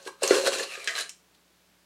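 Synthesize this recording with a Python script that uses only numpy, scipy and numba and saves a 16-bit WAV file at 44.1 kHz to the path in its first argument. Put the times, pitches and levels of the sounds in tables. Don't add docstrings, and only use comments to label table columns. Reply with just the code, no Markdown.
import sys
import numpy as np
from scipy import signal
from scipy.fft import rfft, irfft, next_fast_len
from scipy.io import wavfile
from scipy.ndimage import uniform_filter1d
from numba import njit

SR = 44100
rng = np.random.default_rng(int(sys.argv[2]) if len(sys.argv) > 2 else 0)


def wav_out(sig):
    wavfile.write(sys.argv[1], SR, np.round(np.clip(np.atleast_2d(sig).T, -1, 1) * 32767).astype(np.int16))


N = 81585

# (time [s], crunch level [dB])
DIG_FORCE = [(0, -53), (.05, -54), (.078, -36), (.11, -99), (.205, -58), (.236, -23.5), (.265, -32),
             (.305, -29), (.355, -24.5), (.405, -32), (.438, -34.5), (.474, -19.5), (.499, -41.5),
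             (.535, -27.5), (.578, -35.5), (.6, -30), (.622, -37), (.636, -31), (.665, -48), (.78, -65),
             (.87, -47.5)]
# (time [s], level [dB], pitch [Hz])
RUB_PATH = [(.065, -73, 1100), (0.082, -37, 1006), (.11, -61, 1010), (.2, -67, 1200), (.68, -48, 2850),
            (0.716, -42, 2580), (.755, -41, 2560), (.785, -74, 2490), (0.801, -42, 2430), (.87, -58, 2150)]
# (time [s], level [dB])
SLIDE_LEVEL = [(.66, -57), (.72, -42), (.78, -46.5), (.83, -48.5), (.865, -46), (.9, -41), (.945, -42),
               (.965, -33), (1.01, -32), (1.035, -46), (1.12, -69.5)]
# (time [s], level [dB], pitch [Hz])
THUMP_EVENTS = [(.062, -45, 394), (.075, -42.5, 416), (.2212, -31, 564), (.233, -28, 427),
                (.3077, -15.5, 411), (.32, -28.5, 510), (.33, -26.5, 410), (.383, -27.5, 429),
                (.437, -32.5, 488), (.449, -32, 495), (.468, -34, 494), (.477, -28, 520), (.558, -38, 420),
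                (.606, -35.5, 440), (.775, -48, 443)]
# (time [s], level [dB], pitch [Hz])
CRACK_EVENTS = [(.028, -56, 6300), (.053, -51, 4350), (.0755, -51, 9300), (.2185, -48.5, 5000),
                (.232, -25.5, 8200), (0.2766, -25.5, 6340), (0.35, -37, 3900), (.488, -34.5, 4200),
                (0.585, -35.5, 6700), (0.631, -36, 4000), (0.797, -51, 5430), (0.8437, -41.5, 8800),
                (.9085, -45, 7350), (0.964, -49, 8500), (0.9867, -33, 6800), (1.008, -34.5, 9000),
                (1.094, -38.5, 7270), (1.347, -62, 3870)]
# (time [s], level [dB], pitch [Hz], ring over click [dB])
KNOCK_EVENTS = [(0.0695, -41.5, 1630, 20), (0.3077, -23.5, 1390, 20.5), (.531, -32, 2710, 15),
                (.596, -31, 1725, 23.5), (0.754, -39, 1630, 18), (.8749, -23.5, 1650, 10),
                (.886, -30, 1840, 16), (.893, -31.5, 2014, 24), (0.9532, -32.5, 4100, 19),
                (.979, -32, 1636, 21), (1.092, -55, 2830, 16)]
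# (frequency [Hz], width [Hz], lift [dB])
BUCKET_MODES = [(368.4, 14, 8.5), (418.3, 13.6, 14.5), (514.8, 13.3, 11.5), (547.7, 13.9, 17),
                (677, 45, 2.5), (1080, 170, 5.5), (1590, 200, 9), (2733, 190, 10.5), (4200, 220, 12)]
# (frequency [Hz], width [Hz], lift [dB])
CUP_MODES = [(680, 56, 15), (1220, 144, 12.5), (1660, 190, 2), (1953, 73, 5), (2880, 130, 6.5),
             (4100, 220, 10)]
# (frequency [Hz], density [dB per Hz])
CRUNCH_SPECTRUM = [(130, -20.5), (230, -9.5), (340, -5), (520, -1), (750, -2), (2100, -7.5), (7500, -5.5),
                   (10000, -9), (16000, -31.5)]
# (frequency [Hz], density [dB per Hz])
CHIP_SPECTRUM = [(200, -35), (400, -3.5), (900, -12.5), (1800, 0), (6000, -7), (9500, -9), (12000, -18),
                 (16000, -33)]
# (frequency [Hz], density [dB per Hz])
SNAP_SPECTRUM = [(150, -32), (1000, -13), (3000, 0), (6000, -0.5), (9000, -3.5), (12000, -10), (16000, -48)]
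# (frequency [Hz], density [dB per Hz])
HOLLOW_SPECTRUM = [(150, -36.5), (450, -6.5), (950, -27), (1600, 3), (3500, -2), (5000, -6.5),
                   (7500, -10.5), (10000, -27), (16000, -36)]
# (frequency [Hz], density [dB per Hz])
AIR_SPECTRUM = [(25, -21.5), (55, -12.5), (130, -7.5), (320, -4.5), (1000, -9.5), (4000, -12),
                (15000, -21.5)]
# (frequency [Hz], level [dB])
HUM_TONES = [(60, -74.5), (180, -75.5)]
# (band from [Hz], band to [Hz], t60 [s], level before band-pass [dB])
ROOM_BANDS = [(100, 890, 0.23, -6), (1210, 5100, 0.25, -7), (5000, 11000, 0.26, -7)]

AIR_DB = -64.5
CRUNCH_PER_S, SLIDE_PER_S, RUB_PER_S = 2900, 2800, 3900
CRUNCH_SPREAD_DB, SLIDE_SPREAD_DB, RUB_SPREAD_DB = 2.5, 3.5, 0.5
BLOW_S = .01
SPLINTER_LOW_HZ, SPLINTER_HIGH_HZ, SPLINTER_CYCLES, SPLINTER_DB = 1500, 8500, 2, -12
CONTACT_S, CONTACT_SPREAD_DB, CONTACT_DETUNE_PER_KHZ = .03, 4, .008
CRACK_WIDTH_HZ, CRACK_LIFT_DB, CRACK_CRUMBLE_S, CRACK_CRUMBLE_DB = 900, 11, .006, 7
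THUMP_PASS_WIDTH_HZ, THUMP_RING_DB = 339, -8.5
RUB_PASS_WIDTH_HZ, RUB_HISS_DB = 350, -8
KNOCK_WIDTH_HZ, KNOCK_CRUMBLE_S, KNOCK_CRUMBLE_DB = 76, 0.011, 5
ROOM_GAP_S = 0.006
LOW_CUT_HZ, TOP_HZ = 72, 15850


def undb(db):
    return 10 ** (np.asarray(db) / 20)


def curve(points):
    s, db = np.array(points).T
    return undb(np.interp(np.arange(N) / SR, s, db, left=-200, right=-200))


def body(x, spectrum, resonances=()):
    size = 2 * next_fast_len(N)
    f = np.arange(size // 2 + 1) * SR / size
    hz, spectrum_db = np.array(spectrum).T
    db = np.interp(np.log(f + 1), np.log(hz), spectrum_db)
    for centre_hz, width_hz, lift_db in resonances:
        offset = (f - centre_hz) / width_hz * 2
        db = db + 10 * np.log10(1 + (undb(lift_db) ** 2 - 1) / (1 + offset ** 2))
    cepstrum = irfft(np.log(undb(db)))
    response = np.exp(rfft(2 * cepstrum[:size // 2], size))
    rms_gain = np.sqrt(np.mean(abs(response) ** 2))
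    return irfft(rfft(x, size) * response / rms_gain)[:N]


@njit
def resonate(x, hz, width):
    y, band, low = np.empty(len(x)), 0., 0.
    for i in range(len(x)):
        g, k = np.tan(np.pi * hz[i] / SR), width / hz[i]
        v = (band + g * (x[i] + 1e-18 - low)) / (1 + g * (g + k))
        band, low, y[i] = 2 * v - band, low + 2 * g * v, k * v
    return y


def level_out(x, window):
    return x / np.sqrt(np.abs(uniform_filter1d(x ** 2, size=window)) + 1e-9)


def grains(per_s, spread_db):
    hits = rng.random(N) < per_s / SR
    signs = rng.choice([-1, 1], N)
    sizes = undb(spread_db * np.minimum(rng.standard_normal(N), 1))
    return level_out(hits * signs * sizes, 500)


def place(x, s, db):
    delayed = np.r_[np.zeros(int(max(s, 0) * SR)), x][:N]
    return delayed * undb(db) * np.sqrt(BLOW_S * SR / np.sum(x ** 2))


def fracture(crumble_s, crumble_db):
    crumbs = grains(CRUNCH_PER_S, RUB_SPREAD_DB) * np.exp(-np.arange(N) / SR / crumble_s)
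    return signal.unit_impulse(N) + undb(crumble_db) * crumbs / np.sqrt(np.sum(crumbs ** 2))


def shifting(clicks, spectrum, resonances, count=12):
    contact = (np.arange(N) / SR / CONTACT_S + rng.random(N)).astype(int) % count
    hz, width_hz, lift_db = np.array(resonances).T
    khz = hz / 1000
    out = np.zeros(N)
    for k in range(count):
        detune, swell = rng.uniform(-1, 1, (2, len(hz)))
        mode_hz = hz * (1 + CONTACT_DETUNE_PER_KHZ * khz * detune)
        mode_db = lift_db + CONTACT_SPREAD_DB * swell * np.minimum(khz, 1)
        out += body(clicks * (contact == k), spectrum, zip(mode_hz, width_hz, mode_db))
    return out


def background():
    t = np.arange(N) / SR
    hum = np.zeros(N)
    for hz, db in HUM_TONES:
        hum += undb(db) * np.sqrt(2) * np.sin(2 * np.pi * (hz * t + rng.random()))
    return hum + undb(AIR_DB) * body(rng.standard_normal(N), AIR_SPECTRUM)


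def digging():
    clicks = grains(CRUNCH_PER_S, CRUNCH_SPREAD_DB) * curve(DIG_FORCE)
    return shifting(clicks, CRUNCH_SPECTRUM, BUCKET_MODES)


def splinters(count=500):
    t = np.arange(int(BLOW_S * SR)) / SR
    force = np.hypot(curve(DIG_FORCE), curve(SLIDE_LEVEL))
    out = np.zeros(N)
    for when, pitch, size in rng.random((count, 3)):
        hz = SPLINTER_LOW_HZ + pitch * (SPLINTER_HIGH_HZ - SPLINTER_LOW_HZ)
        tick = np.sin(2 * np.pi * hz * t) * t * np.exp(-hz * t / SPLINTER_CYCLES)
        gain = force[int(when * N)] * size
        out += gain * place(np.pad(tick, (0, N)), when * N / SR, SPLINTER_DB)
    return out


def cracks():
    out = np.zeros(N)
    for s, db, hz in CRACK_EVENTS:
        snap = fracture(CRACK_CRUMBLE_S, CRACK_CRUMBLE_DB)
        out += place(body(snap, SNAP_SPECTRUM, [(hz, CRACK_WIDTH_HZ, CRACK_LIFT_DB)]), s, db)
    return out


def thumps():
    pushes = np.zeros(N)
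    for s, db, hz in THUMP_EVENTS:
        push = signal.unit_impulse(N)
        for _ in range(4):
            push = resonate(push, np.full(N, float(hz)), float(THUMP_PASS_WIDTH_HZ))
        pushes += place(push, s, db)
    ring = np.zeros(N)
    for hz, width_hz, lift_db in BUCKET_MODES:
        ring += resonate(pushes, np.full(N, float(hz)), float(width_hz)) * undb(lift_db)
    return pushes + undb(THUMP_RING_DB) * ring


def rubbing():
    s, db, hz = np.array(RUB_PATH).T
    slips = grains(RUB_PER_S, RUB_SPREAD_DB)
    pitch_hz = np.interp(np.arange(N) / SR, s, hz)
    squeak = slips
    for _ in range(2):
        squeak = resonate(squeak, pitch_hz, float(RUB_PASS_WIDTH_HZ))
    hiss = undb(RUB_HISS_DB) * body(slips, SNAP_SPECTRUM)
    return (level_out(squeak, 900) + hiss) * curve(np.c_[s, db])


def cup():
    clicks = grains(SLIDE_PER_S, SLIDE_SPREAD_DB) * curve(SLIDE_LEVEL)
    out = shifting(clicks, CHIP_SPECTRUM, CUP_MODES)
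    for s, db, hz, ring_db in KNOCK_EVENTS:
        blow = fracture(KNOCK_CRUMBLE_S, KNOCK_CRUMBLE_DB)
        out += place(body(blow, HOLLOW_SPECTRUM, [(hz, KNOCK_WIDTH_HZ, ring_db)]), s, db)
    return out


def kitchen(x):
    t = np.arange(N) / SR
    out = x
    for low_hz, high_hz, t60_s, db in ROOM_BANDS:
        tail = rng.standard_normal(N) * np.exp(-np.log(1000) * t / t60_s) * (t > ROOM_GAP_S)
        tail = tail / np.sqrt(np.sum(tail ** 2))
        band = signal.butter(2, [low_hz, high_hz], "band", fs=SR, output="sos")
        out = out + undb(db) * signal.fftconvolve(x, signal.sosfilt(band, tail))[:N]
    return out


def scene():
    sources = digging() + splinters() + cracks() + thumps() + rubbing() + cup()
    return (kitchen(sources) + background())[None]


def record(dry):
    dry = signal.sosfilt(signal.butter(3, LOW_CUT_HZ, "high", fs=SR, output="sos"), dry)
    return signal.sosfilt(signal.ellip(10, .2, 80, TOP_HZ, fs=SR, output="sos"), dry)


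dry = scene()
out = record(dry)
wav_out(out)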